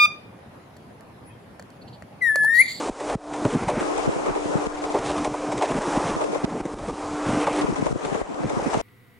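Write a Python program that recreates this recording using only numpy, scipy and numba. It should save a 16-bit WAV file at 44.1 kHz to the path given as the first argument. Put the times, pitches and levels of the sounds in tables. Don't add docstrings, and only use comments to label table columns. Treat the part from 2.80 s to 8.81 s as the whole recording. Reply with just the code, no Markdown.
import sys
import numpy as np
from scipy import signal
from scipy.io import wavfile
from scipy.ndimage import uniform_filter1d, minimum_filter1d
from numba import njit

SR = 44100
rng = np.random.default_rng(int(sys.argv[2]) if len(sys.argv) > 2 else 0)


def gain_from_decibels(decibels):
    exponent = np.asarray(decibels, float) / 20
    return 10 ** exponent


def store_pcm(level_fs):
    pcm = np.round(np.clip(level_fs, -1, 1) * 32767).astype(np.int16)
    wavfile.write(sys.argv[1], SR, np.atleast_2d(pcm).T)


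N = 265257

# (time [s], level [dB])
ROAR_LEVEL = [(0, -23), (.15, -26), (.3, -23), (.4, -26.5), (.55, -27), (.86, -23), (.9, -24.5),
              (.94, -23.5), (1.02, -23), (1.12, -24.5), (1.25, -23.5), (1.4, -26.5), (1.55, -27),
              (1.68, -27), (2.05, -27), (2.27, -23.5), (2.4, -25.5), (2.85, -28.5), (3.0, -19),
              (3.3, -20.5), (3.5, -28), (3.87, -28.5), (4.0, -28), (4.15, -27.5), (4.4, -28), (4.48, -25),
              (4.64, -22.5), (4.66, -27.5), (4.72, -24.5), (4.8, -22.5), (4.86, -27), (5.0, -29),
              (5.25, -25.5), (5.55, -30.5), (6.01, -25)]
# (time [s], level [dB])
RUMBLE_LEVEL = [(0, -61), (.2, -45), (.33, -45), (.4, -49), (.5, -51), (.6, -40.5), (1.0, -42), (1.05, -65),
                (1.22, -62), (1.3, -47.5), (1.8, -46), (1.88, -64), (2.1, -56), (2.3, -38.5), (2.5, -54),
                (2.57, -69), (2.72, -51), (2.9, -45), (3.35, -39), (3.42, -56), (3.58, -54), (3.8, -38.5),
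                (4.3, -42.5), (4.42, -64), (4.5, -41), (4.65, -52), (5.0, -42.5), (5.2, -42), (5.45, -42),
                (5.75, -38), (6.01, -39.5)]
THRESHOLD_DB = -27
JOLT_LEFT_DB = 3.5


def unit(x):
    return x / np.sqrt(np.mean(x ** 2))


def curve(table, column):
    points = np.array(table)
    return np.interp(np.arange(N) / SR, points[:, 0], points[:, column])


def band(x, hz, width_hz):
    edges_hz = [max(hz - width_hz / 2, 10), min(hz + width_hz / 2, .45 * SR)]
    return signal.sosfilt(signal.butter(2, edges_hz, "bandpass", fs=SR, output="sos"), x)


def walk(rate_hz):
    k = int(SR / rate_hz)
    steps = np.repeat(rng.standard_normal(N // k + 1), k)
    return 1.31 * uniform_filter1d(uniform_filter1d(steps, k), k)[:N]


def add(out, s, sound):
    i = int(s * SR) - sound.shape[1] // 2
    out[:, i:i + sound.shape[1]] += sound[:, :N - i]


def swell():
    usual_db = -24
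    return curve(ROAR_LEVEL, 1) - usual_db


def rushing(spectrum, flutter_db, flicker_db, rate_hz, treble_db):
    # (frequency [Hz], share)
    likeness = [(60, -.8), (300, -.3), (900, .0), (2200, -.5), (4500, .45)]
    like_hz, share = np.transpose(likeness)
    hz, db = np.transpose(spectrum)
    out, flutter = 0, walk(rate_hz)
    for f in hz[0] * 2 ** np.arange(1 / 6, np.log2(hz[-1] / hz[0]), 1 / 3):
        flicker = flicker_db * (1 + 175.0 / max(f, 90.)) * walk(rate_hz)
        gain_db = np.interp(np.log(f), np.log(hz), db) + flutter_db * flutter + flicker
        gain_db = gain_db + treble_db * np.clip(2 * np.log2(f / 920.0), 0, 1)
        noise = rng.standard_normal((2, N))
        noise[0] += np.interp(np.log(f), np.log(like_hz), share) * noise[1]
        out = out + gain_from_decibels(gain_db) * band(noise, f, f / 4)
    return unit(out)


def rush():
    # (frequency [Hz], relative density [dB per Hz])
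    roar_spectrum = [(25, 4.5), (50, -10), (80, -25.5), (140, -13), (200, -14.5), (300, -1), (420, 1.5),
                     (820, -1), (1100, -4), (1350, -9), (1600, -16.5), (1850, -16), (2200, -16),
                     (2800, -23), (3500, -28.5), (4500, -32.5)]
    hiss_spectrum = [(2500, -3.5), (3700, -0.5), (4500, -2.5), (6600, 3.5), (8200, -6), (9500, 0),
                     (10800, -14)]
    # (time [s], treble of the roar [dB], hiss [dB])
    treble = [(0, -1.5, 3), (.2, -2.5, 1), (.45, -1.5, .5), (.8, 0, -0.2), (1.2, 1, -1.3), (1.8, 1.5, 0.1),
              (2.4, -0.2, 1.2), (3.1, 1.5, -1), (3.6, -0.4, -0.6), (4.2, 0, 2.5), (4.6, 2.3, 0),
              (5.2, 0.8, -1), (6.01, 0.8, -1)]
    roar = rushing(roar_spectrum, 0.68, 1.66, 20.0, curve(treble, 1)) * gain_from_decibels([[3.6], [0]])
    hiss_db = -16 + 0.076 * swell()
    hiss = rushing(hiss_spectrum, 0.55, 1.0, 5.6, curve(treble, 2)) * gain_from_decibels([[4.], [0]])
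    return gain_from_decibels(curve(ROAR_LEVEL, 1)) * (roar + gain_from_decibels(hiss_db) * hiss)


def hum():
    # (multiple of the turning rate, rms level [dB])
    overtones = [(4, -31), (6, -41.5), (7, -53), (8, -66.5), (9, -42.5), (10, -41), (11, -48), (12, -48),
                 (14, -44.5), (17, -48), (19, -52.5), (20, -65), (21, -86)]
    # (time [s], rate [Hz])
    turning = [(0, 74.3), (6.01, 74.44)]
    # (time [s], level [dB])
    load = [(0, -1), (.1, -5), (.15, -12), (.2, -7), (.25, 1), (.34, -2.5), (.42, 1), (.6, 1), (.7, -6),
            (.95, -6), (1.03, 1), (1.3, -3.5), (1.55, -6), (1.85, 1), (2.0, 1.5), (2.2, -2.5), (2.4, 4),
            (2.55, -0.5), (2.75, -0.5), (3.0, -2), (3.3, 1), (3.6, -2), (4.15, -2), (4.5, 1), (4.63, 5.5),
            (4.68, -6), (4.74, 3.5), (4.83, 5), (4.88, -8.5), (5.5, -20), (5.6, -3), (5.75, -7),
            (5.85, -11), (6.01, -9)]
    left_db, waver_db, left_rad, wander_rad = -0.5, 1.3, 0.21, 0.22
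    turns = np.cumsum(curve(turning, 1)) / SR
    out = 0
    for k, db in overtones:
        phase_rad = np.array([left_rad + wander_rad * walk(1.5), .08 * walk(8.)])
        level_db = db + waver_db * (walk(6.87) + walk(25.06))
        out = out + gain_from_decibels(level_db) * np.sin(2 * np.pi * (k * turns + rng.random()) + phase_rad)
    return np.sqrt(2) * out * gain_from_decibels(curve(load, 1)) * gain_from_decibels([[left_db], [0]])


def rumble():
    gust_db, deep_db = 6.5, -7
    noise = rng.standard_normal((2, N))
    noise[0] = .6 * noise[0] - .8 * noise[1]
    both = unit(band(noise, 130, 173)) + gain_from_decibels(deep_db) * unit(band(noise, 46.0, 40.))
    return gain_from_decibels(curve(RUMBLE_LEVEL, 1) + gust_db * walk(25.)) * both


def ticks():
    # (time [s], level [dB], extra level of the bright ring [dB])
    hard = [(.291, -22, -3), (.651, -14.5, 4), (.886, -21, -6), (.903, -18, 4), (1.46, -23, -14),
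            (2.146, -23, -2), (2.539, -28, -4), (2.719, -21, -4), (2.811, -22, -8), (2.823, -15, 3),
            (2.91, -24, 0), (3.413, -23, -8), (4.062, -27, -8), (4.084, -28, -6), (4.669, -15, -4),
            (4.716, -23, -4), (4.817, -18, -4), (5.346, -21, -9.5), (5.933, -16, -5), (5.943, -12.5, -1)]
    # (frequency [Hz], width [Hz], level [dB])
    fittings = [(800, 490, -2), (1330, 820, -5), (2300, 1080, -8.5), (3560, 1440, -11.5),
                (6000, 3000, -20.5)]
    small_per_s, small_db, scatter_db, db_per_swell_db = 120, -37.5, 4, 1.2
    c = rng.random((int(small_per_s * N / SR), 3))
    s = c[:, 0] * (N / SR - .02)
    db = small_db + db_per_swell_db * swell()[(s * SR).astype(int)] - scatter_db * np.log(1 - c[:, 1])
    small = np.column_stack([s, db, -8 * c[:, 2]])
    s, db, bright_db = np.vstack([hard, small]).T
    dull, bright = np.zeros((2, N)), np.zeros((2, N))
    for late_s, bounce_db in [(0, -2), (.0022, -5.5), (.0055, -9.5)]:
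        c = rng.random((len(s), 3))
        at = np.minimum(((s + late_s * (.5 + c[:, 0])) * SR).astype(int), N - 1)
        sign = np.sign(c[:, 1] - .5)
        for side in range(2):
            level = gain_from_decibels(db + bounce_db + JOLT_LEFT_DB * (1 - side))
            size = level * sign * (.7 + .6 * c[:, 2] * side)
            np.add.at(dull[side], at, size)
            np.add.at(bright[side], at, size * gain_from_decibels(bright_db))
    out = 0
    for k, (f, w, db) in enumerate(fittings):
        blows = dull if k < 2 else bright
        out = out + gain_from_decibels(db) * SR / (2 * w) * band(blows, f, w)
    return out


def jolts():
    # (time [s], clack [dB], rattle [dB], ring [Hz], length scale [ms])
    knocks = [(.545, -22, -31.5, 790, 27), (.654, -7.5, -29, 674, 9.3), (.892, -20, -29, 900, 15),
              (2.045, -24.5, -35.5, 900, 20.3), (2.155, -13.5, -54, 560, 24.2), (2.277, -33, -42, 593, 17),
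              (2.815, -14, -39, 1030, 8.9), (.835, -22, -42, 710, 14.8), (3.535, -20, -51, 510, 19.7),
              (2.722, -17.5, -28, 900, 9.8), (4.088, -18, -41, 644, 19), (5.943, -20, -34, 970, 17),
              (.294, -23, -42, 730, 20), (.215, -25, -41, 740, 25.5), (1.185, -22.5, -34, 770, 23),
              (2.542, -19, -40, 850, 10.3), (2.19, -22, -31, 830, 8.3), (2.3, -16.5, -36, 800, 13.3),
              (2.452, -18.5, -29.5, 880, 13.7), (2.783, -25, -32, 770, 20.8), (2.829, -12, -27, 780, 17.9),
              (3.019, -17, -26, 840, 10.7), (3.163, -18, -40, 970, 28), (3.435, -20, -46, 550, 27.6),
              (3.557, -19, -36.5, 695, 24.7), (3.857, -20.5, -31, 720, 10.1), (4.5, -20, -40, 750, 17.6),
              (4.615, -36, -41, 800, 14), (5.7, -22, -34, 766, 12.3), (.06, -30, -47, 650, 30),
              (1.466, -18.5, -48, 700, 17.2), (1.557, -18.5, -44, 820, 15.3), (1.578, -19, -46, 520, 13),
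              (1.485, -17, -46, 620, 13.4), (3.417, -16.5, -35, 840, 12), (5.28, -24, -44, 750, 22),
              (5.38, -23.5, -44, 480, 14), (5.062, -22, -36, 700, 9.3), (5.35, -21, -44, 840, 10.3)]
    # (time after the rail's start [s], clack [dB], rattle [dB], mean ring [Hz], length scale [ms])
    axles = [(.022, -21.5, -38.5, 730, 18), (.205, -21, -32, 800, 12.4), (.303, -19, -35.5, 740, 17.3),
             (.889, -15.5, -37, 830, 19.5), (1.004, -23.5, -35, 690, 22), (1.182, -26.5, -39, 810, 26)]
    # (level [dB]), one per rail
    joints = [0.53, 0.7, -0.78, -1.5, 0.1]
    rail_s, scatter_db, ring_spread_hz, db_per_swell_db = 1.2622, 3.5, 56, 0.51
    rows, more_db = list(knocks), db_per_swell_db * swell()
    for rail, joint_db in enumerate(joints):
        chances = rng.standard_normal((len(axles), 2))
        for (after_s, clack_db, rattle_db, hz, ms), c in zip(axles, chances):
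            s = rail * rail_s + after_s
            if 4 * ms / 1000 < s < N / SR:
                db = joint_db + more_db[int(s * SR)] + scatter_db * c[0]
                rows.append((s, clack_db + db, rattle_db + db, hz + ring_spread_hz * c[1], ms))
    return rows


def burst(ms, rise):
    grit_db = 3.5 * rng.standard_normal(256).repeat(64)
    noise = rng.standard_normal((2, 16384)) * gain_from_decibels(grit_db)
    half = int(1.8 * ms * SR / 1000)
    t = np.arange(-half, half) / SR * 1000 / ms + 0.19
    shape = np.where(t < 0, np.exp(-(t / rise) ** 2), np.exp(-(np.abs(t) / 0.77) ** 0.96))
    return noise[:, :len(t)], shape


def clacks(rows):
    # (frequency [Hz], width [Hz], level [dB])
    panels = [(435.5, 126, 11.5), (614, 91, 2.5), (800., 228, 1.5), (952, 230, -4.5), (1320, 2000, -16.5)]
    out = np.zeros((2, N))
    for s, clack_db, _, hz, ms in rows:
        noise, shape = burst(ms, .22)
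        ring = 0
        for f, w, db in panels:
            near_db = db - 34.5 * np.log(f / hz) ** 2
            ring = ring + gain_from_decibels(near_db) * band(shape * noise, f, w) / np.sqrt(w)
        level = gain_from_decibels([[clack_db + JOLT_LEFT_DB], [clack_db]])
        add(out, s, level * unit(ring) * np.sqrt(np.mean(shape ** 2)))
    return out


def rattles(rows):
    # (frequency [Hz], width [Hz], level [dB])
    pane = [(2140, 640, 6.5), (3350, 920, 2.5), (6900, 3800, 4.5)]
    out = np.zeros((2, N))
    for s, _, rattle_db, _, ms in rows:
        bright_hz = 2640 + 42 * rng.standard_normal()
        noise, shape = burst(ms, .32)
        noise[0] -= .5 * noise[1]
        ring = 0
        for f, w, db in pane:
            tilt = (f / 2500) ** ((bright_hz - 2700) / 530.0)
            ring = ring + gain_from_decibels(db) * tilt * unit(band(noise, f, w))
        add(out, s, gain_from_decibels([[rattle_db + JOLT_LEFT_DB], [rattle_db]]) * shape * unit(ring))
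    return out


def eddies():
    per_s, mean_db, scatter_db, mid_hz, mid_ms = 15, -27.5, 0.5, 250, 17.3
    db_per_rumble_db, usual_rumble_db = 0.77, -47
    c = rng.standard_normal((int(per_s * N / SR), 3))
    s = .1 + (N / SR - .2) * rng.random(len(c))
    gust_db = db_per_rumble_db * (curve(RUMBLE_LEVEL, 1)[(s * SR).astype(int)] - usual_rumble_db)
    db = mean_db + gust_db + scatter_db * c[:, 0]
    hz, ms = mid_hz * np.exp(0.259 * c[:, 1]), mid_ms * np.exp(0.43 * c[:, 2])
    return np.column_stack([s, db, hz, ms]).tolist()


def buffets():
    # (time [s], right level [dB], nominal pitch [Hz], length scale [ms])
    strong = [(0.102, -12, 201, 5.9), (0.3586, 0.5, 155, 7.8), (0.525, -23, 268, 6.4),
              (0.659, -11, 150, 14), (.659, -7.5, 294, 11), (.757, -9, 232, 11), (0.877, -14.5, 157, 12.5),
              (.978, -15, 219, 13.4), (1.018, -19, 330, 12), (1.279, -7, 280, 4), (1.294, -8.5, 300, 5),
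              (1.365, -14, 295, 5.1), (1.51, -17.5, 226, 8), (1.659, -15.5, 249, 5.3),
              (1.758, -11.5, 201, 7.2), (1.872, -15.5, 250, 4.4), (2.148, -23, 356.4, 15),
              (2.478, -15.5, 345, 4.6), (2.522, -26.5, 136, 18), (2.78, -29, 121, 22),
              (2.914, -12, 250, 3.5), (2.957, -12.5, 257, 15), (2.988, -18.5, 193, 16),
              (3.081, -17.5, 272, 19), (3.178, -10, 237, 8.1), (3.257, -22.5, 160, 22),
              (3.369, -18.5, 198, 13), (3.504, -25, 320, 41), (3.568, -28, 392, 6), (3.645, -12, 260, 9.4),
              (3.76, -19.5, 322, 14), (3.815, -24, 301, 6.9), (3.941, -20, 326, 5), (.772, -15, 250, 7.8),
              (4.497, -17.5, 214, 6.6), (4.535, -17, 221, 4), (4.549, -14.5, 201, 4), (4.576, -14, 250, 6),
              (4.715, -23, 300, 4.4), (4.818, -25, 306, 4.8), (3.858, -12, 298, 10.1),
              (4.471, -25, 109, 12), (4.501, -21.5, 130, 33), (4.54, -28, 221, 44), (4.571, -24.5, 305, 37),
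              (4.847, -16, 232, 7.1), (4.902, -18, 220, 21), (4.928, -14.5, 253, 4.2),
              (5.027, -9.5, 266.6, 4.5), (5.065, -16, 300, 7.6), (5.111, -13, 260, 4),
              (5.129, -8, 266, 3.6), (5.161, -6, 300, 4.8), (5.326, -19, 246.6, 8.5),
              (5.352, -17, 294, 6.6), (5.417, -15, 368, 3.7), (5.5, -29, 263, 23), (5.735, -27, 280, 27),
              (5.776, -15, 215, 12), (5.872, -9, 250, 14.6), (5.951, -11, 400, 9.9), (5.973, -8.5, 296, 5)]
    # (time [s], left over right [dB])
    wind_side = [(0, -3), (1.0, -18), (1.28, 6.5), (1.37, -6), (1.52, 7), (1.66, 3.5), (1.87, 2.5),
                 (3.4, 0.5), (3.65, 0.5), (4.85, 6), (5.45, 4.5), (5.78, 1.5), (5.87, -20), (6.01, 0)]
    side_scatter_db = 4.5
    peak = -0.23
    thumps = [(s + 0.0046, db - 15, 121.6, 17.7) for s, db, hz, ms in strong]
    rows = list(strong) + thumps + eddies()
    side_db = curve(wind_side, 1)
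    out = np.zeros((2, N))
    for (s, db, hz, ms), chance in zip(rows, rng.random((len(rows), 5))):
        t = np.linspace(-1, 1, int(2.189 * ms * SR / 1000))
        cycles = hz * 1.118 * ms / 1000 * (t - 0.19 * t ** 2)
        left_rad = np.pi + 1.2 * (chance[1] - .5)
        phase = 2 * np.pi * (cycles + chance[0]) + np.array([[left_rad], [0]])
        flap = np.sin(phase)
        flap += 0.48 * np.sin(phase * 0.616 + 6 * chance[2])
        flap += 0.44 * np.sin(phase * 1.635 + 6 * chance[3])
        left_db = db + side_db[int(s * SR)] + side_scatter_db * (2 * chance[4] - 1)
        shape = np.cos(np.pi / 2 * np.interp(t, [-1, peak, 1], [-1, 0, 1])) ** 2
        add(out, s, gain_from_decibels([[left_db], [db]]) * flap * shape)
    return signal.sosfiltfilt(signal.butter(3, 70, "highpass", fs=SR, output="sos"), out)


def shoves():
    # (onset [s], bump peak over the gain control's threshold [dB])
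    pushes = [(0.101, 14), (0.3575, 24.5), (0.758, 4), (0.842, 6), (1.269, 4.5), (1.873, 8.5), (2.193, 6),
              (2.478, 5.5), (2.923, 5.5), (2.992, 8), (3.181, 7.5), (3.648, 8), (3.815, 11.5), (3.864, -11),
              (3.945, 13), (4.111, 8), (5.072, 4), (5.129, 10.5), (5.423, 9.5)]
    out, bump = np.zeros((2, N)), np.hanning(int(.02 * SR))
    for s, db in pushes:
        add(out, s + 0.0039, gain_from_decibels(db + THRESHOLD_DB) * bump[None])
    return out


def scrapes():
    # (start [s], end [s], right level [dB], centre [Hz])
    chatter = [(0.269, 0.353, -43, 2500), (0.701, .76, -37.5, 2300), (0.877, 0.912, -30, 2250),
               (0.989, 1.03, -36.5, 2200), (1.16, 1.259, -43, 2200), (2.238, 2.324, -33.5, 2880),
               (2.362, 2.4, -35, 2760), (2.449, 2.476, -42, 2820), (2.824, 2.868, -38, 3020),
               (2.88, 2.927, -40, 2600), (3.013, 3.185, -37.5, 2670), (3.25, 3.365, -39, 2570),
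               (3.41, 3.453, -40, 2400), (5.325, 5.357, -41, 2200), (4.46, 4.557, -36, 2300),
               (4.547, 4.65, -37, 2600), (4.67, 4.72, -41, 2200), (4.725, 4.827, -36, 2760),
               (5.23, 5.275, -40, 2500), (5.9, 5.993, -44, 2500)]
    grit_db, edge_s, width_over_centre = 1, 0.0047, 1.09
    out = np.zeros((2, N))
    for start, end, db, hz in chatter:
        clicks = rng.standard_normal((2, 16384)) * gain_from_decibels(grit_db * rng.standard_normal(1024).repeat(16))
        clumps = gain_from_decibels(2.7 * uniform_filter1d(rng.standard_normal(64).repeat(256), size=128))
        t = np.arange(int((end - start) * SR)) / SR
        shape = np.clip(np.minimum(t, (end - start - t) / 2) / edge_s, 0, 1)
        ring = unit(band(clicks, hz, width_over_centre * hz)) + gain_from_decibels(-6.5) * unit(band(clicks, 6300, 5700))
        level = gain_from_decibels([[db + JOLT_LEFT_DB], [db]])
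        add(out, (start + end) / 2, level * shape * (clumps * ring)[:, :len(t)])
    return out


def scene():
    rows = jolts()
    train = rush() + hum() + ticks() + clacks(rows) + rattles(rows) + scrapes()
    wind = rumble() + buffets() + shoves()
    return train + wind


@njit
def hold(over_db, keep):
    out, e = np.empty(len(over_db)), 0.
    for i in range(len(over_db)):
        e = max(over_db[i], e * keep)
        out[i] = e
    return out


def gain_control(x):
    recovery_s = 0.11
    bass = signal.sosfiltfilt(signal.butter(3, 75, fs=SR, output="sos"), x)
    over_db = 20 * np.log10(np.abs(bass) + 1e-9) - THRESHOLD_DB
    keep = np.exp(-1 / (recovery_s * SR))
    cut_db = np.array([hold(side, keep) for side in over_db])
    return x * gain_from_decibels(-cut_db)


def loose_contact(x):
    # (start [s], end [s])
    wide = [(1.001, 1.926), (1.94, 1.958), (1.971, 1.993), (2.018, 2.057), (2.102, 2.126), (3.362, 3.585),
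            (3.636, 3.652), (4.812, 6.02)]
    # (time [s], left level [dB], right level [dB])
    crackles = [(1.868, -20, -20), (3.365, -30, -23), (3.643, -27, -18), (3.646, -30, -16),
                (3.6505, -40, -17), (5.545, -24, -38)]
    dropouts_per_s, dropout_s = 7, .009
    t, out = np.arange(N) / SR, x.copy()
    slips = rng.random(N) < dropouts_per_s / SR
    held = minimum_filter1d(1. - slips, size=int(dropout_s * SR))
    touching = sum((t >= a) & (t < b) for a, b in wide)
    closed = uniform_filter1d(held * touching, size=40)
    out[0] = closed * x[0] + (1 - closed) * x[1]
    u = np.arange(-600, 600) / SR
    step = np.sign(u) * np.exp(-np.abs(u) / .0012)
    for s, left_db, right_db in crackles:
        add(out, s, gain_from_decibels([[left_db], [right_db]]) * [[-1], [1]] * step)
    return out


def top_cut(x):
    return signal.sosfilt(signal.butter(12, 10880, fs=SR, output="sos"), x)


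def record(dry):
    hiss_db = -63.5
    x = gain_control(dry) + gain_from_decibels(hiss_db) * rng.standard_normal((2, N))
    x = signal.sosfilt(signal.butter(2, 42., "highpass", fs=SR, output="sos"), x)
    x = loose_contact(np.tanh(2.205 * x) / 2.962)
    x = signal.sosfilt(signal.ellip(12, .2, 80, 10350, fs=SR, output="sos"), x)
    return top_cut(x)


dry = scene()
out = record(dry)
store_pcm(out)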